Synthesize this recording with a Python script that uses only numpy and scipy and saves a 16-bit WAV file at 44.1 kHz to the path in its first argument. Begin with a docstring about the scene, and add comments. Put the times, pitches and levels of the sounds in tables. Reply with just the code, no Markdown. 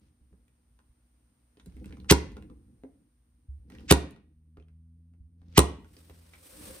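"""An electric staple gun drives three staples into a pine frame on a hollow bench, close to a two-port microphone:
each blow sums pushed ringing modes of the bench with bursts of coloured noise for the steel driver.
Between shots hands and tool knock, tick and rub on the wood (decaying sines, noise bursts, grainy noise),
and at the end the frame slides over the bench top. A lamp ballast whines faintly in sines over hiss and hum,
the workshop rumbles in low noise, and an engine drones by outside as a few gliding harmonics."""
import sys
import numpy as np
from scipy import signal
from scipy.fft import rfft, irfft
from scipy.io import wavfile
from scipy.ndimage import uniform_filter1d

SR = 44100
rng = np.random.default_rng(int(sys.argv[2]) if len(sys.argv) > 2 else 0)


def put_to_file(sound):
    """Save the sound as 16-bit audio at rate SR, in the file named by the first command-line argument."""
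    columns = np.atleast_2d(sound).T  # one column per channel
    safe = np.clip(columns, -1, 1)
    whole_steps = np.round(safe * 32767)
    wavfile.write(sys.argv[1], SR, whole_steps.astype(np.int16))


N = 299880  # samples, 6.8 s

# Ringing modes of frame and bench. Each row: frequency in Hz, relative level in dB, time to fall 60 dB in seconds.
BENCH_MODES = [(72.46, 2.5, .22), (97, -9, 0.022), (143, -11.5, 0.049), (189, -5.5, 0.059),
               (267, -10, 0.079), (302, -6, 0.049), (412, -0.5, 0.024), (534, -11.5, 0.024),
               (673, -13, 0.089), (758, -19, 0.085), (956, -11.5, 0.14), (1126, -24.5, 0.17),
               (1910, -13.5, 0.28), (1985, -17.5, 0.096), (2320, -24, .05)]
# Bright spectrum of wood sliding and of tick edges. Each row: frequency in Hz, relative level in dB.
BRIGHT_WOOD = [(6500, -13), (7500, -1.5), (9500, -4), (11500, -6), (14000, -7.5), (16000, -12)]


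def gain_of(db):
    """Decibels to amplitude."""
    return 10 ** (np.asarray(db) / 20)


def evened(x):
    """Scales to rms 1."""
    return x / np.sqrt(np.mean(x ** 2) + 1e-20)


def read(points, hz):
    """Reads a table on a log-frequency axis."""
    f, value = np.transpose(points)
    return np.interp(np.log(hz + 1), np.log(f + 1), value)


def add(mix, s, sound):
    """Mixes a sound in at time s."""
    part = mix[max(round(s * SR), 0):][:len(sound)]
    part += sound[:len(part)]


def coloured(x, spectrum):
    """Gives x a spectrum, cut off just beyond its ends, at rms 1."""
    hz = np.fft.rfftfreq(len(x), 1 / SR)
    inside = (hz > spectrum[0][0] * 0.8) & (hz < spectrum[-1][0] * 1.1)
    return evened(irfft(rfft(x) * gain_of(read(spectrum, hz)) * inside, len(x)))


def background():
    """Ballast whine as steady sines and hiss unlike at the two ports, over mains hum."""
    # Whine lines, at about multiples of twice the mains apart. 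Each row: frequency in Hz, rms in dB before the drift.
    whine_lines = [(8296, -105), (8533, -105), (8656, -101), (8775, -103), (8893, -99.5), (9017, -90),
                   (9135, -94), (9254, -93), (9372, -97), (9733, -107)]
    # Mains hum. Each row: frequency in Hz, rms level in dB.
    hum_lines = [(60, -77), (120, -85), (242, -79)]
    # Spectrum of the hiss. Each row: frequency in Hz, relative level in dB.
    hiss_colour = [(300, -5.5), (480, -6.5), (1300, -10.5), (4000, -18), (7200, -19.5), (9100, -15.5),
                   (11500, -18), (14500, -22.5), (16000, -31.5)]
    # Whine and hiss swell a little, then grow fainter. Each row: time in seconds, gain in dB.
    treble_drift = [(0, 0.5), (2.0, 4.5), (3.6, -1.5), (4.2, -6.5), (6.8, -11)]
    hiss_db = -82  # rms, before the drift
    t = np.arange(N) / SR

    def sines(lines):
        """Steady sines, each from a random phase."""
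        return sum(np.sqrt(2) * gain_of(db) * np.sin(2 * np.pi * (hz * t + rng.random()))
                   for hz, db in lines)

    noise = rng.standard_normal((2, N))
    hiss = gain_of(hiss_db) * np.array([coloured(z, hiss_colour) for z in noise])
    drift = gain_of(np.interp(t, *np.transpose(treble_drift)))
    return drift * (sines(whine_lines) + hiss) + sines(hum_lines)


def gestures(rows, column):
    """Amplitude over the scene: each gesture swells in, holds and fades out; overlaps add in power."""
    ramp_db = 23.5  # how far below its hold level a gesture starts and ends
    t, power = np.arange(N) / SR, np.zeros(N)
    for row in rows:
        start, rise, hold, fall = row[:4]
        share = np.minimum((t - start) / rise, (start + rise + hold + fall - t) / fall)
        level_db = row[column] - ramp_db * (1 - np.clip(share, 0, 1))
        power += (share > 0) * gain_of(level_db) ** 2
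    return np.sqrt(power)


def ports(x, knee_hz):
    """The left port leads, by up to a quarter turn above the knee, with a level difference."""
    # Balance of the ports. Each row: frequency in Hz, left minus right in dB.
    balance = [(60, 0), (300, -1), (700, 3), (1500, -2), (4400, -4), (6500, -2), (8000, 0)]
    hz = np.fft.rfftfreq(N, 1 / SR)
    lead = np.exp(1j * np.pi / 4 * np.tanh(hz / knee_hz))
    half = gain_of(read(balance, hz) / 2) * lead  # each side takes half the difference
    return irfft(rfft(x) * np.array([half, 1 / half]), N)


def handling():
    """Lumpy shaking of the bench; grainy friction spread along the wood, so unlike at the two ports."""
    # Hands lean on the frame and shake the bench. Each row: start, rise, hold and fall in seconds,
    # level of the deep boom in dB, level of the frame's body in dB.
    presses = [(0.0, 0.011, 0.042, 1.15, -64.5, -72), (1.55, 0.29, 0.56, 0.69, -49, -51.5),
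               (3.3, .3, .1, .2, -55, -76), (3.62, .13, 0.22, 0.37, -51, -50.5),
               (5.25, 0.29, 0.096, 1.15, -57, -60.5), (6.4, 0.2, 0.14, 0.15, -54.5, -54.5)]
    # Strokes of wood on wood and card. Each row: start, rise, hold and fall in seconds,
    # level of the low rub in dB, of the treble in dB, of the sudden catches in dB.
    strokes = [(0.0, 0.007, 0.055, 0.13, -77.5, -90, -83), (1.56, .15, .26, .13, -75, -83, -66),
               (3.67, 0.047, 0.16, .02, -69, -79.5, -65), (5.38, .17, .01, .02, -69, -81, -63.5),
               (5.7, 0.26, .42, 0.062, -67, -67.5, -77), (6.3, 0.16, 0.096, 0.77, -59, -56.5, -77),
               (6.35, 0.31, 0.033, 0.59, -52, -50.5, -73)]
    # Spectra of the deep boom, the frame's body and the low rub. Each row: frequency in Hz, relative level in dB.
    boom_colour = [(12, -59.5), (20, -33), (43, -17), (59, -0.5), (72, -6.5), (97, -15.5), (135, -15),
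                   (180, -50.5), (300, -120)]
    body_colour = [(71, -43), (120, -19.5), (189, -2), (265, -6.5), (306, -2.5), (370, -19), (513, -16),
                   (606, -49.5), (800, -28), (1040, -60), (1760, -120)]
    low_colour = [(300, -4), (430, -8), (530, -2), (650, -12.5), (1500, -12.5), (3000, -14), (5000, -14.5),
                  (7000, -21)]
    rest_boom_db, rest_body_db = -70.5, -79.5  # workshop rumble that never stops
    slips_per_s, slip_spread_db, slip_s = 37, 2.5, 0.0017

    boom, body, left, right, high, lumps, grain = rng.standard_normal((7, N))
    lumps = gain_of(3.0 * evened(uniform_filter1d(lumps, size=1200)))
    grain = gain_of(1.42 * evened(uniform_filter1d(grain, size=500)))  # slips shared by both bands

    boom_level = np.hypot(gestures(presses, column=4), gain_of(rest_boom_db))
    body_level = np.hypot(gestures(presses, column=5), gain_of(rest_body_db))
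    shake = boom_level * coloured(boom, boom_colour) + body_level * coloured(body * lumps, body_colour)

    slip_starts = rng.random(N) < slips_per_s / SR
    slips = slip_starts * gain_of(slip_spread_db * np.minimum(rng.exponential(1, N), 3))
    slips = signal.lfilter([1], [1, -np.exp(-1 / (slip_s * SR))], slips)  # each slip dies away
    catches = slips * gestures(strokes, column=6)

    low = np.array([coloured(z * grain, low_colour) for z in (left, 0.13 * left + right)])
    treble = gestures(strokes, column=5) * coloured(high * grain, BRIGHT_WOOD)
    rub = (gestures(strokes, column=4) + catches) * low + treble
    return ports(shake, knee_hz=700) + rub


def knocks():
    """Dull knocks: a few soft cycles at the pitch of the struck spot, swelling over the first cycle."""
    # Knocks on bench and frame. Each row: start in seconds, level in dB, pitch in Hz,
    # time to fall 60 dB in seconds.
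    struck_spots = [(0.203, -41.5, 63, .15), (0.317, -41.5, 67.5, .1), (0.33, -49, 194, .08),
                    (0.892, -36, 64, .057), (1.668, -31.5, 180.6, .057), (1.68, -25.5, 73, .072),
                    (1.741, -29.5, 65, .14), (1.855, -35, 207, .12), (1.892, -30.5, 71.74, .14),
                    (2.3, -42, 62.05, 0.17), (2.496, -31, 64.87, .086), (2.499, -34.5, 210, .05),
                    (2.545, -56, 60, .18), (2.838, -41.5, 273.1, .096), (2.84, -53, 560, .08),
                    (3.484, -24.5, 71.2, .2), (3.685, -43.5, 203.3, .06), (4.574, -35.5, 75, .12),
                    (5.2, -33, 74.7, .16), (6.102, -40.5, 75, .16), (6.525, -54, 535, .12),
                    (6.69, -47, 524, .12), (6.75, -49.5, 539, .1)]
    out, t = np.zeros(N), np.arange(SR // 4) / SR
    for s, db, hz, t60 in struck_spots:
        rise = (1 - np.exp(-t * hz * 1.5)) ** 2
        add(out, s, gain_of(db - 60 * t / t60) * rise * np.sin(2 * np.pi * hz * t))
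    return out


def bench_ring(push_s, modes=BENCH_MODES):
    """A soft push of given length; the air follows the acceleration of each mode. Peak 1."""
    t = np.arange(SR // 3) / SR
    ring = -sum(gain_of(db - 60 * t / t60) * np.cos(2 * np.pi * hz * t) for hz, db, t60 in modes)
    ring = signal.oaconvolve(ring, np.hanning(round(push_s * SR)))
    return ring / abs(ring).max()


def ticks(rows, dying_s):
    """Short noise bursts around a centre pitch, some with a bright edge, some tapping the frame."""
    width = 1.1  # the colour's shoulders lie this factor either side of the centre
    out, t = np.zeros(N), np.arange(3000) / SR
    frame = bench_ring(0.0018, BENCH_MODES[4:9])  # the light frame alone
    fading = np.exp(-t / dying_s)
    noise = rng.standard_normal((len(rows), 2, len(t)))
    for (s, db, hz, bright_db, frame_db), (body_noise, edge_noise) in zip(rows, noise):
        colour = [(500, -15), (hz / width, -8), (hz, 0), (hz * width, -9), (14000, -38)]  # (Hz, dB)
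        body = coloured(body_noise, colour) * fading
        edge = gain_of(bright_db) * coloured(edge_noise, BRIGHT_WOOD) * fading ** 2
        add(out, s, gain_of(db) * (body + edge))
        add(out, s, gain_of(db + frame_db) * frame)
    return out


def shots():
    """The driver rattles down its channel, slams the staple home and clacks back."""
    # The three shots. Each row: time of the main blow in seconds, blow in dB, driver rattle in dB,
    # rebound delay in seconds, rebound blow in dB, rebound clack in dB, hiss that swells in ahead in dB,
    # its rise in seconds, how far ahead of the blow it is full in seconds.
    staples = [(2.1149, -1, -13, 0.0079, -9, -11, -15.5, 0.0026, 0.015),
               (3.9152, -0.5, -12, 0.0081, -7, -9, -18, 0.0069, 0.0058),
               (5.5829, -0.5, -12, 0.0083, -10.5, -6, -20.5, 0.0064, 0.0039)]
    # Spectra of the driver in its channel and of the hiss ahead. 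Each row: frequency in Hz, relative level in dB.
    steel_colour = [(500, -4), (1000, 2), (2000, -9.5), (3200, -3.5), (6000, -9), (8500, -6.5), (11500, -7),
                    (14000, -14), (16000, -17.5)]
    lead_colour = [(900, -14.5), (2000, 2), (3500, -4), (6500, -7), (8000, -7.5), (9000, -39.5)]

    out, t = np.zeros(N), np.arange(-0.035, 0.06, 1 / SR)  # t = 0 at the main blow
    slow, hard, sharp = bench_ring(0.0039), bench_ring(0.002), bench_ring(0.00071)
    rattle = np.clip((t + 0.0085) / 0.004, 0, 1) * np.exp(-np.maximum(t + 0.001, 0) / 0.0008)
    buzz = 0.34 * np.exp(-np.maximum(t, 0) / 0.0066) * (t > -0.004)  # the casing buzzes on
    for s, blow_db, rattle_db, delay, rebound_db, clack_db, lead_db, rise, ahead in staples:
        steel, lead = rng.standard_normal((2, len(t)))
        clack = np.exp(-np.where(t < delay, (delay - t) / 0.00017, (t - delay) / 0.0018))
        swell = np.exp(np.minimum(t + ahead, 0) / rise) * np.clip(-t / 0.0021, 0, 1)
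        driver_level = gain_of(rattle_db) * (rattle + buzz) + gain_of(clack_db) * clack
        driver = coloured(steel, steel_colour) * driver_level
        lead_in = gain_of(lead_db) * swell * coloured(lead, lead_colour)
        add(out, s + t[0], driver + lead_in)
        add(out, s - 0.005, gain_of(blow_db - 8.0) * sharp)  # the coil pulls and the tool kicks
        add(out, s - 0.0009, -gain_of(blow_db - 1.5) * sharp)  # the staple enters
        add(out, s, gain_of(blow_db) * hard)
        add(out, s + 0.0027, -gain_of(blow_db - 8) * slow)  # the bench top springs back
        add(out, s + delay, gain_of(rebound_db) * sharp)
    return out


def engine():
    """Only the lowest firing orders come through the wall, gliding in pitch and level."""
    # The engine's course. Each row: time in seconds, firing frequency in Hz, level in dB.
    course = [(4.22, 76.3, -72), (4.45, 78.7, -67.5), (4.75, 80.65, -62), (5.09, 84.4, -64.5),
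              (5.301, 85.5, -68), (5.55, 84.4, -58.5), (5.9, 82.63, -70), (6.15, 83.6, -65),
              (6.45, 83.4, -72.5)]
    # Harmonics of the firing. Each row: multiple of the firing frequency, level in dB against the course.
    orders = [(1, 8), (2, -1), (3, -7)]
    s, hz, db = np.transpose(course)
    t = np.arange(N) / SR
    phase = 2 * np.pi * np.cumsum(np.interp(t, s, hz)) / SR
    tone = sum(gain_of(order_db) * np.sin(k * phase) for k, order_db in orders)
    level = gain_of(np.interp(t, s, db, left=-120, right=-120))
    return np.sqrt(2) * uniform_filter1d(level, size=2000) * tone


def room(x):
    """A noise tail for each side: a strong start that drops quickly, then each band dying at its own speed."""
    # Decay of the workshop. Each row: frequency in Hz, time to fall 60 dB in seconds.
    decay = [(100, 0.6), (300, .4), (1000, 0.37), (2500, 0.45), (5000, 0.35), (9000, 0.28), (12000, 0.29),
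             (15000, 0.17)]
    # Colour of the tail. Each row: frequency in Hz, relative level in dB.
    colour = [(70, -14), (200, 0.5), (300, 2.5), (650, 4.5), (1000, 3), (1450, -3), (2000, 2), (2800, -5.5),
              (7000, -3.5), (15000, -15.5)]
    hz, t, z = signal.stft(rng.standard_normal((2, SR * 2 // 3)), SR, nperseg=256)
    same = 1 / (1 + (hz[:, None] / 700) ** 2)  # bass is alike on both sides
    z[1] = same * z[0] + np.sqrt(1 - same ** 2) * z[1]
    quick_drop = 3.4 * np.exp(-t / 0.0091)
    fall = gain_of(-60 * t / read(decay, hz)[:, None]) + quick_drop
    tail = signal.istft(z * fall * gain_of(read(colour, hz)[:, None]), SR, nperseg=256)[1]
    tail = np.pad(tail, ((0, 0), (300, 0)))  # the tail starts 300 samples late
    return signal.fftconvolve(x[None], tail / np.linalg.norm(tail[0]), axes=1)[:, :N]


def scene():
    """Bench sounds with their room, over engine and background."""
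    # The clearest ticks of tool and wood. Each row: start in seconds, level in dB, centre in Hz,
    # bright edge in dB and frame tap in dB, both against the tick.
    tick_rows = [(0.328, -69.5, 1200, -18, 11), (0.481, -69, 2390, 0, -15), (0.79, -58.5, 1260, -23, -17),
                 (1.571, -60, 3000, -35, 6), (1.598, -52.5, 3440, -33, -15), (1.66, -57.5, 4070, 5.5, 7.5),
                 (1.767, -59, 2080, -2, 4.5), (1.844, -53.5, 2460, -7.5, -5), (1.858, -52, 2818, 1.5, 0),
                 (1.908, -55, 1480, -20, -4), (1.925, -49, 2391, -37, -3.5), (1.97, -53, 1093, -20, -3.5),
                 (2.001, -57, 4030, -8.5, -16), (2.045, -55.5, 1302, -20, -6.5),
                 (2.319, -61, 6500, -1, -18), (2.368, -43, 1360, -33, -1), (2.424, -56.5, 2540, -4, -6),
                 (2.499, -58, 1140, -25, -1), (2.836, -57, 920, -27, 17.5), (3.701, -50, 1860, -9, -6.5),
                 (3.721, -54, 2980, -15, -2), (3.75, -51.5, 1964, -21.5, -4), (3.785, -54, 2796, -17, -6.5),
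                 (3.806, -53.5, 1305, -11.5, -9.5), (4.109, -68, 6550, 15, -19),
                 (4.162, -55, 1420, -34, -14), (4.571, -56, 1310, -35, 8), (4.599, -63, 2550, -30, 9.5),
                 (4.625, -72, 3224, -28, -9), (4.684, -67.5, 1956, -25, -18),
                 (5.137, -71.5, 1701, -19, -6.5), (5.417, -63, 1198, -23.5, -6),
                 (5.845, -54.5, 1413, -35, -3), (5.967, -52, 4600, -11, -2), (6.097, -50, 2300, -5, -1.5)]
    # A tick that drags on into a scuff. Each row: the same columns as the ticks.
    scuff_rows = [(6.335, -52.5, 2400, -18, -12)]
    gun = shots()
    small = ticks(tick_rows, dying_s=0.0033) + ticks(scuff_rows, dying_s=0.012) + knocks()
    near = ports(gun + small, knee_hz=900) + handling()
    reverberant = room(gain_of(-12.5) * gun + gain_of(-6.5) * small)
    return near + reverberant + engine() + background()


def record(dry):
    """Shared treble with a phase slope between the sides, soft overload, band limit."""
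    split_hz = 6900  # above it both sides share the left port
    in_step_hz, turn_hz = 9200, 4700  # sides in step at the first, a full turn apart every turn_hz from there
    edge_hz = 16200
    hz, z = np.fft.rfftfreq(N, 1 / SR), rfft(dry)
    half = np.exp(-1j * np.pi * (hz - in_step_hz) / turn_hz)
    shared = 0.5 + 0.5 * np.tanh((hz - split_hz) / 250)
    x = irfft(shared * z[0] * np.array([half, 1 / half]) + (1 - shared) * z, N)
    x = 1.05 * np.tanh(x / 1.05)
    low_pass = signal.firwin(511, edge_hz, window=("kaiser", 9), fs=SR)
    return signal.oaconvolve(x, low_pass[None], "same")


dry = scene()
out = record(dry)
put_to_file(out)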